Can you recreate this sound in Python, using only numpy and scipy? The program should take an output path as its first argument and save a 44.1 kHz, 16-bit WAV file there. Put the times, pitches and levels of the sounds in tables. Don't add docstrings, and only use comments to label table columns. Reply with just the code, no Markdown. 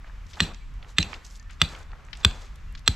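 import sys
import numpy as np
from scipy import signal
from scipy.fft import rfft, irfft
from scipy.io import wavfile
from scipy.ndimage import uniform_filter1d

SR = 44100
rng = np.random.default_rng(int(sys.argv[2]) if len(sys.argv) > 2 else 0)


def master_out(mix):
    frames = np.transpose(np.atleast_2d(mix))
    ceiling = np.clip(frames, -1, 1)
    pcm = np.round(ceiling * 32767).astype(np.int16)
    wavfile.write(sys.argv[1], SR, pcm)


def level_to_linear(level):
    exponent = np.asarray(level, float) / 20
    return 10 ** exponent


N = 130095
T = np.arange(N) / SR
OPPOSITE = np.array([[1], [-1]])

# start_s, ring_db, ring_length_s, tilt_db_per_octave, thump_db
BLOWS = [
    (0.4022, -10.5, 0.0096, -0.5, -16),
    (0.9826, -7, 0.0069, 1, -16),
    (1.6146, -4, 0.0078, 0.6, -17),
    (2.2469, -2.5, 0.0056, 0.5, -9),
    (2.876, -4, 0.0065, 0.5, -12.5),
]
# mode_3530hz_db, mode_4030hz_db, mode_7694hz_db, grit_db, upper_ground_wave_db
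LANDING = [(0, 2, 0, -6, 2.5), (1, 3, -2.5, -7, 3.5), (0.4, -3.5, -4.5, -7.5, 2), (1.5, 3.5, -2.5, -7, -8),
           (-3, 8.5, 2.5, -3.5, -7.5)]
SNAP_PAN_DB = 7


def level(x, db):
    return x * level_to_linear(db) / np.sqrt(np.mean(x ** 2))


def band(x, hz, width_oct):
    edge_hz = np.clip(hz * 2. ** np.array([-width_oct / 2, width_oct / 2]), 10, .45 * SR)
    return signal.sosfilt(signal.butter(2, edge_hz, "band", fs=SR, output="sos"), x)


def curve(points):
    p = np.array(points, float)
    bin_hz = np.arange(N // 2 + 1) * SR / N
    return np.interp(np.log(bin_hz + 1), np.log(p[:, 0]), p[:, 1])


def colour(points, alike):
    white = rng.standard_normal((2, N))
    mid, side = irfft(rfft(white) * level_to_linear(curve(points)), N)
    c = np.clip(alike, 0, 1)
    return np.sqrt(1 + c) * mid + np.sqrt(1 - c) * side * OPPOSITE


def walk(rate_hz):
    k = int(SR / rate_hz)
    held = np.repeat(rng.standard_normal(N // 200 + 1), 200)[:N]
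    w = uniform_filter1d(uniform_filter1d(held, k), k)
    return w / w.std()


def add(out, x, s):
    i = int(s * SR)
    out[..., i:i + x.shape[-1]] += x[..., :out.shape[-1] - i]


def pan_snap(x, peak_db, draw):
    return x * level_to_linear(peak_db + SNAP_PAN_DB * draw * OPPOSITE / 2) / np.abs(x).max()


def ports(x, left_db=-1.3):
    # freq_hz, phase_rad
    port_phase = [(100, -0.038), (3960, -0.58), (7900, -0.68), (8600, -1.8), (10200, -4), (11700, 0.46),
                  (14000, -0.34)]
    treble_db = left_db / 2 * curve([(200, 0), (1200, 1)])
    half = level_to_linear(treble_db) * np.exp(.5j * curve(port_phase))
    return irfft(rfft(x) * np.array([half, 1 / half]), N)


def woods():
    # freq_hz, density_db_per_hz
    hiss_spectrum = [(150, 0), (250, 1), (700, -3), (1150, 4), (2240, -0.5), (4000, -9.5), (7500, -14.5),
                     (16000, -21)]
    # freq_hz, density_db_per_hz
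    rumble_spectrum = [(8.8, -50), (15, -7.5), (43, -2), (65, -11.5), (87, -11), (109, -22.5), (135, -21.5),
                       (300, -38), (390, -71), (660, -120)]
    # time_s, rumble_db
    gusts = [(0.0, -41), (1.52, -43), (2.95, -41.5)]
    hiss = level(colour(hiss_spectrum, 0.731), -59) * level_to_linear(1.3 * walk(4))
    rumble = level(colour(rumble_spectrum, 0.9457), 0)
    gust_db = np.interp(T, *np.array(gusts).T) + 1.5 * walk(8)
    return hiss + rumble * level_to_linear(gust_db)


def steps():
    # start_s, length_s, level_db, centre_hz
    footfalls = [(0.031, 0.053, -57.5, 1020), (0.272, 0.17, -58.5, 4700), (0.334, 0.18, -49, 580),
                 (0.417, 0.078, -70, 3150), (0.866, 0.057, -58, 4800), (0.993, .19, -50, 650),
                 (1.056, 0.1, -54, 3300), (1.215, 0.16, -59, 6040), (1.492, 0.03, -51.5, 3000),
                 (1.592, 0.22, -48.5, 740), (1.68, 0.12, -53, 4960), (1.819, 0.55, -61.5, 756),
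                 (2.137, 0.078, -58.5, 3720), (2.19, 0.249, -53, 684), (2.305, 0.16, -59, 4060),
                 (0.771, 0.13, -61, 625), (2.834, 0.13, -54.5, 1500)]
    grains_per_s, grain_db, patchy_db, width_oct = 2400, 3.3, 2.8, 2.3
    rise_s, fall_s = .035, .018
    out, t = np.zeros((2, N)), T[:SR // 2]
    for s, length_s, db, hz in footfalls:
        hit = rng.random(len(t)) < grains_per_s / SR
        size_db = grain_db * np.minimum(rng.exponential(size=len(t)), 4)
        grains = hit * level_to_linear(size_db) * rng.standard_normal(len(t))
        grains = grains + .5 * rng.standard_normal(len(t))
        mid_oct = width_oct * min(1, 3000 / hz) ** .5
        mid = level_to_linear(patchy_db * walk(56)[:len(t)]) * level(band(grains, hz, mid_oct), db)
        side = level(band(rng.standard_normal(len(t)), hz * 1.6, width_oct), db - 12.0)
        shape = (1 - np.exp(-t / rise_s)) * np.exp(-np.maximum(t - length_s, 0) / fall_s)
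        add(out, (mid + side * OPPOSITE) * shape, s)
    return out


def snaps():
    # start_s, peak_db, centre_hz, t60_s
    breaks = [(.044, -40, 1220, 0.009), (2.793, -44.5, 6500, 0.01), (.333, -39, 3000, 0.076),
              (.37, -34.5, 1070, 0.064), (0.3982, -25, 1790, 0.0025), (0.462, -40, 1280, 0.0073),
              (.535, -44, 3200, 0.052), (0.5453, -39.5, 3530, 0.0086), (.739, -54, 6100, 0.011),
              (0.826, -38.5, 2485, 0.035), (0.846, -40.5, 1410, 0.0073), (1.0275, -19.5, 3240, 0.01),
              (1.1306, -32, 1400, 0.01), (1.14, -30.5, 3080, 0.009), (1.25, -38.5, 4850, 0.026),
              (1.356, -41, 4960, 0.01), (1.496, -41, 2000, 0.11), (1.509, -41, 6280, 0.0055),
              (1.532, -47, 5000, 0.0056), (1.9174, -43.5, 2216, 0.006), (1.931, -36.5, 960, 0.014),
              (2.085, -42, 1500, 0.011), (2.108, -52, 5000, 0.01), (2.13, -31, 2520, 0.035),
              (2.151, -40, 3140, 0.059), (2.171, -39.5, 4930, 0.017), (2.557, -44, 6487, 0.0137),
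              (2.775, -44, 3260, 0.098), (2.75, -33.5, 2650, 0.031), (2.31, -34.5, 3000, 0.014)]
    width_oct = 1.87
    out, t = np.zeros((2, N)), T[:SR // 10]
    for s, db, hz, t60_s in breaks:
        r = rng.standard_normal(len(t) + 1)
        x = r[1:] * level_to_linear(-60 * t / max(t60_s, .003)) * (1 - np.exp(-t / 0.00035))
        x = band(band(x, hz, width_oct), hz, width_oct)
        add(out, pan_snap(x, db, r[0]), s)
    return out


def crackle():
    # start_s, peak_db, centre_hz
    ticks = [(.266, -49, 5600), (.308, -55, 3070), (.356, -44, 3630), (.892, -50, 3600), (.905, -52, 8050),
             (1.247, -41, 6500), (1.2515, -44, 7500), (1.264, -40, 6000), (1.269, -44, 6200),
             (1.29, -55, 7000), (1.301, -48, 6500), (1.308, -46, 5700), (1.329, -51.5, 7500),
             (1.338, -60, 7000), (1.351, -51, 4000), (1.363, -47, 7000), (1.3755, -55, 8000),
             (1.397, -44, 5500), (1.427, -51, 5800), (1.689, -40, 4000), (1.75, -34, 2500),
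             (1.789, -43, 8040), (1.798, -55, 6000), (1.817, -52, 1800), (1.829, -50, 4790),
             (1.96, -53, 1100), (2.05, -50.5, 7180), (2.066, -54, 7600), (2.209, -45, 1000),
             (2.2134, -46, 3520), (2.448, -50, 4400), (2.724, -49, 10000), (0.097, -45, 1200),
             (1.144, -35, 2630)]
    t60_s, width_oct = 0.017, 0.7
    out, t = np.zeros((2, N)), T[:SR // 40]
    for s, db, hz in ticks:
        r = rng.standard_normal(len(t) + 1)
        x = band(r[1:] * level_to_linear(-60 * t / t60_s), hz, width_oct)
        add(out, pan_snap(x, db, r[0]), s)
    return out


def stake_ring():
    # freq_hz, level_db, t60_s, echo_db
    stake_modes = [(1293, -6.5, .015, -51), (1672, -1.5, 0.011, -5), (2000, -11, 0.018, -22.5),
                   (2554.3, -3.5, 0.012, 1.5), (2828, -1.5, 0.015, -4.5), (3530, 3.5, 0.016, 3.5),
                   (4030, -6.5, 0.022, -1.5), (4445, -7, 0.015, -1), (4796.5, -12.5, 0.02, -13.5),
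                   (5663, -3.5, 0.0072, -36), (3256, -8, 0.03, -4.5), (7694, -1.5, 0.012, -0.5),
                   (10700, -30.5, 0.0119, -29), (11700, -27.5, 0.0046, -25)]
    # low_three_pitch_factor, then mode_1672hz_db, mode_2000hz_db,
    # mode_2554hz_db, mode_2828hz_db
    depth = [(0.931, 0, 11.5, 2, 5), (1.028, 2.5, 6, 3.8, 1.5), (0.998, -1.5, 5, -1, 0.5),
             (0.93, -1.5, 0.5, 1.5, -8.5), (0.994, 0, 2.5, 1.5, -5.5)]
    # crack_db, contact_s
    contacts = [(9, .00008), (4, .000085), (3, .00009), (3, .000085), (7, .00005)]
    detune, phase_scatter_rad, scatter_db = .006, .5, 2
    crack_late_s, crack_hz, grit_s, grip_s = 0.000485, 3000, 0.0044, 0.0016
    approach_db_per_s = 4.5
    ring, far, t = np.zeros(N), np.zeros(N), T[:SR // 2]
    hz, db, t60_s, echo_db = np.array(stake_modes).T[:, :, None]
    for blow, landing, sunk, contact in zip(BLOWS, LANDING, depth, contacts):
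        s, blow_db, hold_s, tilt_db, _ = blow
        *strong_db, grit_db, _ = landing
        sink, *low_db = sunk
        crack_db, contact_s = contact
        pitch_draw, phase_draw, mode_db = rng.standard_normal((3, len(stake_modes), 1))
        mode_db *= scatter_db
        mode_db[[5, 6, 11], 0] = strong_db
        mode_db[1:5, 0] = low_db
        pitch_draw[:3] = (sink - 1) / detune
        phase = 2 * np.pi * hz * (1 + detune * pitch_draw) * (t - crack_late_s)
        wave = np.sin(phase + np.pi / 2 + phase_scatter_rad * phase_draw) * level_to_linear(-60 * t / t60_s)
        wave = wave * level_to_linear(blow_db + mode_db + tilt_db * np.log2(hz / 3500))
        release = 1 + np.exp(np.minimum((t - hold_s) / grip_s, 50))
        grip = (1 - np.exp(-t / 0.0012)) / release
        pulse = np.exp(-((t - crack_late_s) / contact_s) ** 2) / 4
        crack = band(pulse, crack_hz, 4.56) * level_to_linear(blow_db + crack_db)
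        grit = rng.standard_normal(len(t)) * np.exp(-t / grit_s) * grip
        crack += band(grit, 3000, 3.02) * level_to_linear(blow_db + grit_db)
        add(ring, (wave * level_to_linear(db)).sum(0) * grip + crack, s + 0.001217)
        echo_feed = (wave * level_to_linear(echo_db - 60 * t / 0.023)).sum(0) * grip + level_to_linear(1) * crack
        add(far, echo_feed * level_to_linear(-approach_db_per_s * s), s)
    return ring, far


def early_hiss(x):
    size = int(0.018 * SR)
    spread = rng.standard_normal(2000)[:size] * np.linspace(.3, 1, size) * level_to_linear(-33.5 - 19.0)
    return x + np.roll(signal.fftconvolve(x, spread)[:N], -size)


def ground_thump():
    # delay_s, start_hz, end_hz, level_db, rise_s, t60_s
    ground_waves = [
        (0.01055, 126.7, 23, -2.24, 0.0042, 0.13),
        (0.0038, 216, 180, -4, 0.0052, 0.087),
        (0.0013, 385, 390, -11, 0.001, 0.034),
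    ]
    # deep_delay_s, upper_delay_s, upper_pitch_factor
    ground_paths = [(0.0023, 0.011, .85), (0.0015, .001, 0.896), (-0.0017, -.001, 0.784),
                    (-0.0005, -0.0042, 1.014), (0.0001, 0.0001, 1.2)]
    soil_db, soil_hz, soil_t60_s = -18, 118.2, 0.33
    thump, t = np.zeros(N), T[:SR // 2]
    for (s, *_, thump_db), (*_, upper_db), path in zip(BLOWS, LANDING, ground_paths):
        deep_s, upper_s, upper_pitch = path
        changes = [(0, deep_s, 1), (upper_db, upper_s, upper_pitch), (0, 0, 1)]
        for ground_wave, (extra_db, later_s, pitch) in zip(ground_waves, changes):
            delay_s, start_hz, end_hz, wave_db, rise_s, t60_s = ground_wave
            glide_hz = end_hz + (start_hz - end_hz) * np.exp(-t / 0.023)
            turns = pitch * np.cumsum(glide_hz) / SR
            fade = level_to_linear(-60 * t / t60_s + wave_db + thump_db + extra_db)
            shape = (1 - np.exp(-(t / rise_s) ** 2)) * fade
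            add(thump, np.sin(2 * np.pi * turns) * shape, s + delay_s + later_s)
        soil = band(rng.standard_normal(len(t)), soil_hz, 2.0)
        soil = level(soil, thump_db + soil_db + upper_db)
        add(thump, soil * (1 - np.exp(-(t / 0.0026) ** 2)) * level_to_linear(-60 * t / soil_t60_s), s)
    return thump


def returns():
    # start_s, freq_hz, level_db, t60_s
    rebounds = [(0.4067, 4080, -11.5, 0.022), (.423, 4080, -23.5, 0.044), (.423, 7700, -28, 0.026),
                (.433, 2830, -27, 0.025), (0.431, 4050, -28, .03), (.44, 4080, -38.5, 0.1),
                (1.003, 4030, -20, 0.055), (1.014, 4030, -23, .05), (1.004, 7700, -31, 0.023),
                (1.0282, 2800, -17.5, 0.011), (1.0284, 5400, -24, 0.01), (1.064, 4040, -40, 0.085),
                (1.6195, 3580, -13, 0.02), (1.648, 3950, -26.5, 0.037), (1.676, 4030, -42.5, 0.13),
                (2.2505, 3495, -9, 0.013), (2.266, 3500, -42, 0.017), (2.28, 4000, -37, 0.022),
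                (2.9, 4010, -36, 0.024), (2.911, 4010, -39, 0.06), (2.9, 7660, -41, 0.033)]
    rise_share = .04
    out, t = np.zeros(N), T[:SR // 5]
    for s, hz, db, t60_s in rebounds:
        shape = (1 - np.exp(-t / (rise_share * t60_s))) * level_to_linear(db - 60 * t / t60_s)
        add(out, np.sin(2 * np.pi * hz * t) * shape, s)
    return out


def echoes(x):
    # delay_s, rise_s, level_db, t60_s
    reflections = [
        (0.0088, 0.0017, -14.5, 0.25),
        (0.0093, .001, -37.5, 0.069),
        (0.019, .004, -30.5, 0.44),
        (0.13, 0.012, -43, 1),
    ]
    t, out = T[:SR // 2], np.zeros((2, N))
    tail = np.zeros(len(t))
    for delay_s, rise_s, db, t60_s in reflections:
        since_s = np.maximum(t - delay_s, 0)
        tail += level_to_linear(db - 60 * since_s / t60_s) * (1 - np.exp(-since_s / rise_s))
    grain = level(colour([(100, 8.0), (3000, -9.0), (16000, -4.0)], 0.76), -20)
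    for s, *_ in BLOWS:
        i = int(s * SR)
        scatter = np.roll(grain, -i, axis=1)[:, :len(t)] * tail
        add(out, signal.fftconvolve(x[None, i:i + SR // 20], scatter), s)
    return out


def birds():
    # start_s, length_s, pitch_hz, level_db
    whistles = [
        (0.595, 0.056, 2303, -60.5),
        (1.39, 0.036, 1790, -57),
        (1.45, 0.052, 1786, -58),
        (2.645, 0.03, 1815, -61.5),
        (2.679, 0.045, 2736, -62),
    ]
    out = np.zeros(N)
    for s, length_s, hz, db in whistles:
        t = T[:int(length_s * SR) + 2]
        add(out, level_to_linear(db) * np.sin(np.pi * t / t[-1]) * np.sin(2 * np.pi * hz * t), s)
    return out


def scene():
    ring, far = stake_ring()
    steel = ports(early_hiss(ring) + returns())
    underfoot = steps() + snaps() + crackle()
    return woods() + underfoot + steel + ground_thump() + echoes(far) + ports(birds(), left_db=-5.0)


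def top_cut(x):
    return signal.sosfilt(signal.butter(12, 16230, fs=SR, output="sos"), x)


def record(dry):
    # freq_hz, gain_db
    microphone = [(6500, 1.8), (7800, -0.5), (8600, -6), (9500, -10), (11500, -2.5), (13200, -7.5),
                  (15800, -22), (16500, -69)]
    ceiling = 1.6
    x = irfft(rfft(dry) * level_to_linear(curve(microphone)), N)
    return top_cut(ceiling * np.tanh(x / ceiling))


dry = scene()
out = record(dry)
master_out(out)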